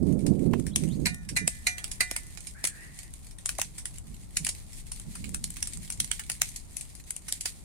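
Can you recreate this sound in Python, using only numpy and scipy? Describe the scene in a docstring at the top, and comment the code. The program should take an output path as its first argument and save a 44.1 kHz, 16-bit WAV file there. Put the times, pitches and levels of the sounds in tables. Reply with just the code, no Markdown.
"""Dry sugarcane leaves crackle and fizz in an open field fire, stalks pop, and low flames rush beneath.
Fractures are short torn noise bursts with a diffuse answer from the stubble; flames and wind are coloured noise.
Early gusts buffet the right microphone port, and a hanging steel lunch tin clinks four times as a sum of decaying modes.
A small bird chirps in trilled tones, and a faint airy whistle rises far away as a wavering tone."""
import sys
import numpy as np
from scipy import signal
from scipy.fft import rfft, irfft, next_fast_len
from scipy.io import wavfile
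from scipy.ndimage import uniform_filter1d, map_coordinates

SR = 44100
rng = np.random.default_rng(int(sys.argv[2]) if len(sys.argv) > 2 else 0)


def store_wav(level_fs):
    """Save 16-bit WAV to argv[1]."""
    pcm = np.round(np.clip(np.atleast_2d(level_fs), -1, 1) * 32767)
    wavfile.write(sys.argv[1], SR, pcm.T.astype(np.int16))


N = 336924
TIME = np.arange(N) / SR  # s

# All levels in the tables are relative, before the gains of their layer.
# The loudest bursting stalks. Each row: break in seconds, level in dB, hollow body against the crack in dB,
# decay constant of the burst in seconds, left minus right in dB.
STALK_POPS = [(0.265,-21.5,-10.5,0.0023,2), (0.5344,-28,1.5,0.00055,-5), (.667,-25,0,0.00063,3.5),
              (0.7597,-3.5,-26,0.0017,2.5), (0.8365,-27,-5.5,0.0013,1), (1.289,-24,-14.5,0.0043,-3.5),
              (1.477,-5,-15,0.0014,-1), (1.7816,-23.5,0,0.0022,-4), (1.8427,-15.5,-2.5,0.00065,-4),
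              (1.9144,-22,-12,0.0041,-3), (2.1123,-12.5,-6.5,0.00078,-4), (2.1635,-14.5,-5,0.0018,-3.5),
              (2.374,-26.5,-8,0.00093,-12), (2.47,-25,-17,0.0021,-5.5), (2.6407,-13,-7,0.0023,2.5),
              (2.6502,-12.5,-16,0.0031,2), (2.671,-13,-15,0.0031,-1.5), (2.9894,-24,-18.5,0.00091,-5),
              (3.4587,-11,-12.5,0.00083,1), (3.491,-14,-8,0.0023,2.5), (3.5845,-18.5,-8,0.0017,1),
              (3.596,-21,-6,.0025,5), (3.616,-9,-1.5,0.00092,0), (3.7805,-27,-10.5,0.0055,-1.5),
              (3.8556,-18,-12.5,0.0012,-2.5), (4.369,-8.5,-12.5,0.0027,0), (4.4476,-13.5,-18,.0014,1.5),
              (4.4666,-13,-6,0.0026,-1.5), (4.4892,-14,-28,0.0045,-1), (4.9174,-23,-15,0.0027,2),
              (5.153,-28.5,-6,0.0029,0), (5.242,-30.5,-2,0.0014,-7), (5.3454,-13.5,-12.5,0.0012,2.5),
              (5.4411,-12,-18,0.0012,-3.5), (5.568,-27,-4,0.0017,0), (5.6267,-12,-13,0.0015,-0.5),
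              (5.672,-21.5,-13,0.002,0.5), (5.734,-25,-21,0.002,3), (5.9025,-14.5,-9,0.00067,5),
              (5.923,-24,-16,0.002,3), (6.001,-7.5,-19,0.0024,-1), (6.115,-11,-7,0.0012,-6.5),
              (6.194,-24.5,0,0.0034,-0.5), (6.299,-14,-2,0.0014,2), (6.317,-19,-26,.0016,1),
              (6.4177,-3,-2,0.0011,1), (6.488,-27.5,-24,.0023,2), (6.5607,-21.5,-28,0.0027,0),
              (6.7683,-17.5,-36,0.0011,7), (6.8103,-24.5,-34,0.002,2), (6.952,-29,-29,0.00096,3),
              (7.2823,-22.5,-10.5,0.0058,-2), (7.3243,-8.5,-30,0.00097,0.5), (7.4085,-18.5,-32,0.0028,-1),
              (7.4558,-13.5,-9.5,0.0035,-1.5)]
# Spectra of the splitting wall and the hollow stem. Each row: frequency in Hz, density in dB per Hz.
CRACK_SPECTRUM = [(150,-33),(700,-20.5),(1300,-31.5),(2000,-17),(3300,-15),(5200,-9),(7500,-6),(9300,-1),(10500,-5.5),(12000,-16.5),(15000,-27.5),(16500,-52.5)]
HOLLOW_SPECTRUM = [(150,-47.5),(600,-6.5),(1300,-1),(2200,4),(3200,-0.5),(4300,-7),(7000,-18),(14000,-7)]


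def pops(crack_db=-1.5, body_db=-2.5, wet_db=-3.5, far_slope=0.39):
    """Brittle fracture under steam pressure: a bright crack excites a hollow body; weak pops are more diffuse."""
    crack, body = np.zeros((2, 2, N))
    for s, db, hollow_db, length, pan_db in STALK_POPS:
        # a weak pop lies farther off, so more of it arrives scattered
        pop_wet_db = wet_db - far_slope * (db + 19.5)
        pop = amp(db) * sides(pan_db) * scatter(burst(length), pop_wet_db)
        add(crack, s - LEAD, pop)
        add(body, s - LEAD, pop * amp(hollow_db))
    bright = amp(crack_db) * colour(crack, CRACK_SPECTRUM)
    return bright + amp(body_db) * colour(body, HOLLOW_SPECTRUM)


# Low knocks under some of the pops. Each row: break in seconds, level in dB.
POP_KNOCKS = [(0.536,-15), (1.478,-16), (2.113,-23.5), (2.641,-26), (3.588,-22.5), (6.417,-29), (7.456,-27)]
# Spectrum of the knocks. 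Each row: frequency in Hz, density in dB per Hz.
KNOCK_SPECTRUM = [(80,-24),(300,-6.5),(600,-6),(1000,-7.5),(2000,-18),(5000,-34)]


def knocks(level_db=-3, length=0.0024):
    """Low-frequency radiation: the dull, deep part of a bursting stalk's sound, nearly alike at both ports."""
    track = np.zeros((2, N))
    for s, db in POP_KNOCKS:
        add(track, s - LEAD, amp(db + level_db) * scatter(burst(length, alike=0.84), -19))
    return colour(track, KNOCK_SPECTRUM)


# Small leaves snapping close by. Each row: break in seconds, level in dB, left minus right in dB.
LEAF_SNAPS = [(.5979,-27.5,3), (0.888,-36,-8), (1.145,-24,1), (3.138,-29,-4), (3.9834,-28.5,3),
              (4.998,-26,0), (5.2922,-29,7), (5.504,-24.5,3), (5.772,-27,-5.5), (6.0445,-22,-7),
              (7.1065,-16.5,2), (7.1641,-22.5,3)]
# Spectrum of a snapping leaf. Each row: frequency in Hz, density in dB per Hz.
SNAP_SPECTRUM = [(400,-19),(2000,-9.5),(5000,-10.5),(9300,6.5),(12000,-10.5),(16000,-25)]


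def snaps(level_db=1, length=0.0013, wet_db=-9):
    """Near-field fracture: direct sound outweighs scatter, so close leaves give a short, dry, bright tick."""
    track = np.zeros((2, N))
    for s, db, pan_db in LEAF_SNAPS:
        snap = scatter(burst(length), wet_db)
        add(track, s - LEAD, amp(db + level_db) * sides(pan_db) * snap)
    return colour(track, SNAP_SPECTRUM)


def leaf_ticks(count, level_db, spread_db, wet_db):
    """Random impulsive emission: thin leaves snap at scattered moments, sizes and directions."""
    track = np.zeros((2, N))
    # one moment at random in each equal slice of the scene
    moments = (np.arange(count) + rng.uniform(0, 1, count)) * N / SR / count
    draws = np.clip(rng.standard_normal((count, 2)), -1.8, 1.8)
    for when, (size, pan) in zip(moments, draws):
        tick = scatter(burst(rng.uniform(.0006, .002)), wet_db)
        add(track, when, amp(level_db + spread_db * size) * sides(3 * pan) * tick)
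    return track


# Strength of the burning leaves. Each row: time in seconds, level in dB.
LEAF_FIRE_LEVEL = [(0,-56.5), (.55,-57.5), (.8,-56), (1.3,-59), (2.1,-51.5), (3.2,-54), (4.3,-57.5),
                   (4.6,-51.5), (5.0,-51.5), (6.2,-51), (7.1,-54.5)]
# Spectrum of ticks and fizz. Each row: frequency in Hz, density in dB per Hz.
FIZZ_SPECTRUM = [(710, -36), (1200, -26), (1610, -14.5), (1820, -7.5), (2190, -4.5), (2820, -9.5),
                 (4280, -6), (5630, -8), (6220, -5.5), (9030, 1), (15300, -21), (16000, -31), (16500, -64)]
# a burst stalk vents and fizzes on: dB against its tabled pop level, amplitude decay constant in s
FLARE_DB, FLARE_S = -36.5, 0.063


def crackle(hiss_db=-0.5, grain_db=3.0, flicker_db=3.54):
    """Superposed fractures: leaf ticks stand out of a fizz of countless tiny ones, which flares after each pop."""
    fire = amp(curves(LEAF_FIRE_LEVEL)[0])
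    ticks = leaf_ticks(count=160, level_db=12.5, spread_db=4.5, wet_db=-1)
    flare_power = np.zeros(N)
    for s, db, *_ in STALK_POPS:
        fade = np.exp(-2 * np.abs(TIME - s) / FLARE_S)
        flare_power += amp(db + FLARE_DB) ** 2 * (TIME > s) * fade
    unevenness_db = grain_db * wobble(1500) + flicker_db * wobble(25)
    fizz = unit(rng.standard_normal((2, N)) * amp(unevenness_db))
    fizz_strength = amp(hiss_db) * np.sqrt(fire ** 2 + flare_power)  # powers add
    return colour(fire * ticks + fizz_strength * fizz, FIZZ_SPECTRUM)


# Churning of the flames. Each row: time in seconds, level in dB.
ROAR_LEVEL = [(0,-54), (.5,-53), (1.2,-45), (2.0,-47.5), (3.2,-51.5), (4.0,-48.5), (5.7,-45.5), (7.2,-53)]
# Spectra of the low rumble and of the rush above it. Each row: frequency in Hz, density in dB per Hz.
RUMBLE_SPECTRUM = [(10,-17),(25,2.5),(50,3),(100,-3.5),(170,-10.5),(260,-17),(450,-35.5),(1200,-61.5)]
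RUSH_SPECTRUM = [(120,-20.5),(300,10),(500,1.5),(730,3),(1000,0),(1600,-7),(3500,-26)]


def flames(rumble_db=3, rush_db=-63.5, rush_follows=0.096):
    """Turbulent combustion noise: churning hot gas rumbles and flutters; the rush follows its swell only a little."""
    roar_db, = curves(ROAR_LEVEL)
    rumble = amp(roar_db + rumble_db + 0.98 * wobble(7.3)) * noise(RUMBLE_SPECTRUM) * sides(2.7)
    swell_db = rush_follows * (roar_db - roar_db.mean())
    rush = amp(rush_db + swell_db + wobble(7.8)) * noise(RUSH_SPECTRUM)
    return rumble + rush


# Contacts of the tin, two of its four clinks being double. Each row: contact in seconds, level in dB,
# ring against the contact in dB.
TIN_CONTACTS = [(1.056, -9, -11), (1.0661, -13.5, -1), (1.3636, -12, -3.5), (1.3692, -13, -1),
                (1.6677, -8, -1), (2.0057, -6.5, -4)]
# Modes of the tin. Each row: frequency in Hz, mean level in dB, time to decay by 60 dB in seconds.
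TIN_MODES = [(727,-21.5,0.49),(1452,-25,0.65),(1724,-19,0.85),(1834,-14,0.75),(1943,-0.5,0.045),(2016,-9.5,0.54),(2080,1,0.084),(2200,-6,0.091),(2390,-10.5,0.41),(2423,-7.5,0.082),(2800,-17,0.18),(3763,-24.5,0.64),(4000,-17,0.058),(4100,-11,.12),(4100,4,0.032),(4450,-19,0.062),(5900,-18.5,0.5),(6360,-13,0.17),(7400,-29,0.15),(8680,-2.5,0.023),(9100,-1,0.043),(10400,-14,.12)]
# Spectrum of the contact noise. Each row: frequency in Hz, density in dB per Hz.
CLANK_SPECTRUM = [(300,-20),(700,-16.5),(1300,-19.5),(2100,-2),(2600,-6.5),(3300,-19),(4200,-8),(5200,-14.5),(9200,-7),(12000,-20.5),(16000,-30)]


def tin(ring_db=-14, clank_db=-5, vary_db=2, beat_hz=4):
    """Modal vibration: contacts excite the crowded, damped modes of thin steel; a few clear ones ring on."""
    ring, clank = np.zeros((2, 2, N))
    t = np.arange(SR) / SR
    hz, mode_db, t60 = np.transpose(TIN_MODES)[:, :, None]
    for s, db, own_db in TIN_CONTACTS:
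        strength = amp(mode_db + vary_db * rng.standard_normal(hz.shape) - 60 * t / t60)
        phase = rng.uniform(0, 2 * np.pi, (2, len(TIN_MODES), 1))
        # the wall is not quite round, so each mode splits and beats
        mode_beat_hz = beat_hz * rng.uniform(.5, 2, hz.shape)
        beating = .7 + .3 * np.cos(2 * np.pi * mode_beat_hz * t)
        modes = (strength * beating * np.sin(2 * np.pi * hz * t + phase)).sum(1)
        modes *= 1 - np.exp(-t / 0.0015)  # soft onset
        add(ring, s, amp(db + own_db + ring_db) * modes)
        add(clank, s - LEAD, amp(db + clank_db) * scatter(burst(0.0053), -3.5))
    return ring + colour(clank, CLANK_SPECTRUM)


GUST_ATTACK_S, GUST_RELEASE_S = 0.024, 0.013  # rise constant, and fall constant before lingering
GUST_LINGER = 1  # long gusts die slowly: extra fall constant in s per second of length


def gust(start, length, db):
    """Exponential envelope: a gust rises, holds and dies away."""
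    before = np.maximum(start - TIME, 0)
    after = np.maximum(TIME - start - length, 0)
    release = GUST_RELEASE_S + GUST_LINGER * length
    return amp(db) * np.exp(-before / GUST_ATTACK_S - after / release)


# Gusts on the right port. Each row: start of the hold in seconds, length of the hold in seconds, strength in dB.
WIND_GUSTS = [(0.028,0.11,-26.5), (0.255,0.061,-25.5), (0.411,.13,-27), (0.789,0.1,-32), (0.987,0.049,-32),
              (1.306,.025,-38.5), (1.417,0.018,-38), (4.081,0.027,-46), (4.41,0.024,-44.5),
              (5.082,0.014,-44), (5.198,0.12,-42.5), (5.763,0.031,-48.5), (5.991,0.026,-47)]
# Spectra of soft and hard buffets. Each row: frequency in Hz, density in dB per Hz.
BREEZE_SPECTRUM = [(20,-13.5),(70,-3),(115,-5.5),(165,3),(240,-6.5),(330,-21),(700,-41.5),(2000,-70.5)]
BLAST_SPECTRUM = [(20,-8),(100,-2.5),(180,3.5),(300,1.5),(420,-7.5),(600,-19),(1000,-39.5),(1600,-53.5),(3000,-72)]
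CALM_DB = -62  # strength of the air between gusts


def wind(level_db=7.0, knee_db=-31, lee_breeze_db=-16, lee_blast_db=-36, eddy_db=2, swirl_db=0.6):
    """Turbulent pressure: eddies beat on the right port, and each harder buffet reaches higher in pitch."""
    strength = np.sqrt(amp(CALM_DB) ** 2 + sum(gust(*row) ** 2 for row in WIND_GUSTS))
    buffet_db = 20 * np.log10(strength) + eddy_db * wobble(60) + swirl_db * wobble(14)
    hard = 1 / (1 + np.exp((knee_db - buffet_db) / 4))  # share of blast, 0 to 1
    breeze = np.sqrt(1 - hard) * noise(BREEZE_SPECTRUM) * amp([[lee_breeze_db], [0]])
    breeze[0] *= 1 - hard  # a strong gust leaves the left port in the lee
    blast = np.sqrt(hard) * noise(BLAST_SPECTRUM) * amp([[lee_blast_db], [0]])
    return amp(buffet_db + level_db) * (breeze + blast)


# Notes of the bird, one list each. Each row: time in seconds, mean pitch in Hz, level in dB.
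BIRD_NOTES = [
    [(.71,3400,-60),(.727,3200,-57),(.748,4200,-51)],
    [(.875,3050,-52),(.89,2800,-61),(.915,3510,-52),(.94,4400,-53),(.965,4500,-77)],
    [(.8,6700,-78),(.9,6700,-59),(1.05,6500,-69)],
]


def bird(trill_hz=68, depth=.07, blur=0.0255):
    """Frequency modulation: a fast trill roughens the thin chirps; the last listed, higher note is held."""
    trill = 1 + depth * np.sin(2 * np.pi * trill_hz * TIME) + blur * wobble(1100)
    held = glide(BIRD_NOTES[-1], 1 + 0.0032 * wobble(400))
    song = sum(glide(rows, trill) for rows in BIRD_NOTES[:-1]) + held
    return scatter(np.array([song, song]), -4)[:, :N]


# Lower strand of the whistle. Each row: time in seconds, mean pitch in Hz, level in dB.
WHISTLE_PATH = [(2.549,1540,-52),(2.569,1620,-50),(2.629,1800,-52.5),(2.74,1720,-51.5),(2.83,1890,-46.5),(2.93,1920,-57.5),(3.1,1950,-58.5)]


def whistle(blur=0.0752):
    """Random frequency modulation: pitch jitter spreads a faint rising tone and its weaker upper strand into air."""
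    upper = [(s, 1.36 * hz, db - 11) for s, hz, db in WHISTLE_PATH]

    def one_side():
        return sum(glide(rows, 1 + blur * wobble(700)) for rows in (WHISTLE_PATH, upper))
    return np.array([one_side(), one_side()])


def glide(rows, waver):
    """Phase integration: a tone follows (s, Hz, dB) rows, its pitch scaled by waver."""
    hz, db = curves(rows)
    inside = (TIME > rows[0][0]) & (TIME < rows[-1][0])
    gate = uniform_filter1d(1. * inside, size=400)  # softened ends
    return gate * amp(db) * np.sin(2 * np.pi * np.cumsum(hz * waver) / SR)


LEAD = .006  # fibres start to give this long before the break (s)


def burst(length, alike=0.55, ragged_db=3, lead_db=-19, tint_db=2):
    """Progressive fracture: a few fibres give, then the rest tear raggedly, with random colour and direction."""
    t = np.arange(2048) / SR - LEAD
    u = np.maximum(t, 0) / max(length, 1e-4)
    common, left, right, tear = rng.standard_normal((4, len(t)))
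    share = np.clip(alike, 0, 1)  # power common to both sides
    main_break = (1 - np.exp(-2 * u)) * np.exp(-u)
    shape = main_break + amp(lead_db) * np.exp(-3 * np.abs(t) / LEAD)
    grain = np.sqrt(share) * common + np.sqrt(1 - share) * np.array([left, right])
    z = rfft(grain * amp(ragged_db * tear))
    hz = np.fft.rfftfreq(len(t), 1 / SR)
    tint = amp(tint_db * map_coordinates(rng.standard_normal(40), [hz / 700], mode="wrap"))
    lag = rng.normal(0, .00018) * np.array([[1], [-1]])  # s, opposite on the two sides
    x = irfft(z * tint * np.exp(2j * np.pi * hz * lag)) * shape
    return x * np.linalg.norm(shape) / np.linalg.norm(x, axis=1, keepdims=True)


# Scatter from the stubble. Each row: frequency in Hz, time to decay by 60 dB in seconds.
FIELD_DECAY = [(300,0.097),(2000,0.11),(9000,0.15),(15000,0.06)]


def scatter(x, wet_db):
    """Diffuse scattering: the sound is joined by its own decaying noise-like answer from the field."""
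    hz, t, z = signal.stft(rng.standard_normal((2, SR // 5)), SR, nperseg=128)
    decay = amp(-60 * t / along(FIELD_DECAY, hz)[:, None])
    tail = signal.istft(z * decay, SR)[1]
    tail *= amp(wet_db) / np.linalg.norm(tail[0])
    tail[:, 0] += 1  # direct sound
    return signal.fftconvolve(x, tail, axes=1)


def colour(x, spectrum):
    """Minimum-phase filtering: a folded cepstrum gives a causal filter of unit mean power gain."""
    m = 2 * next_fast_len(N // 2 + SR // 10)
    gain = unit(amp(along(spectrum, np.fft.rfftfreq(m, 1 / SR))))
    cepstrum = irfft(np.log(gain + 1e-6))
    cepstrum[1:m // 2] *= 2
    cepstrum[m // 2 + 1:] = 0
    return irfft(rfft(x, m) * np.exp(rfft(cepstrum)), m)[..., :N]


def noise(spectrum):
    """Incoherent sources: coloured noise, unrelated left and right, of unit power."""
    return unit(colour(rng.standard_normal((2, N)), spectrum))


def filtered(x, response):
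    """Linear filtering: the spectrum is multiplied by a response of frequency in Hz."""
    m = next_fast_len(N + SR // 2)
    return irfft(rfft(x, m) * response(np.fft.rfftfreq(m, 1 / SR)), m)[:, :N]


def amp(db):
    """Decibel law: amplitude ratio of a level in dB."""
    return 10 ** (np.asarray(db) / 20)


def unit(x):
    """Power normalisation: scale to a root mean square of one."""
    return x / np.sqrt(np.mean(x ** 2) + 1e-20)


def along(points, hz):
    """Logarithmic pitch scale: read (Hz, value) points at hz."""
    f, v = np.transpose(points)
    return np.interp(np.log(hz + 1), np.log(f), v)


def curves(rows):
    """Linear interpolation: one value per sample for each column after the time."""
    s, *cols = np.transpose(rows)
    return [np.interp(TIME, s, c) for c in cols]


def wobble(rate):
    """Band-limited fluctuation: a smooth random curve with rate knots a second."""
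    return map_coordinates(rng.standard_normal(N // 20), [TIME * rate], mode="wrap")


def sides(pan_db):
    """Level difference between the ears: left and right gains, pan_db apart."""
    return amp(np.array([[.5], [-.5]]) * pan_db)


def add(track, s, x):
    """Superposition: mix x into the track from time s."""
    part = track[:, max(0, round(s * SR)):][:, :x.shape[-1]]
    part += x[..., :part.shape[1]]


# Balance of the two ports. Each row: frequency in Hz, left minus right in dB.
PORT_BALANCE = [(300,-2),(1200,-2),(2500,-5),(5000,-5),(8500,0.5),(13000,7.5)]


def scene():
    """Superposition at two ports, the left the brighter one for fractures and tin; the other layers join directly."""
    bright = pops() + knocks() + snaps() + crackle() + tin()
    balanced = filtered(bright, lambda hz: sides(along(PORT_BALANCE, hz)))
    return balanced + flames() + wind() + bird() + whistle()


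TOP_HZ = 15900  # band limit


def record(dry):
    """Band limiting: nothing at or above TOP_HZ passes."""
    return filtered(dry, lambda hz: hz < TOP_HZ)


dry = scene()
out = record(dry)
store_wav(out)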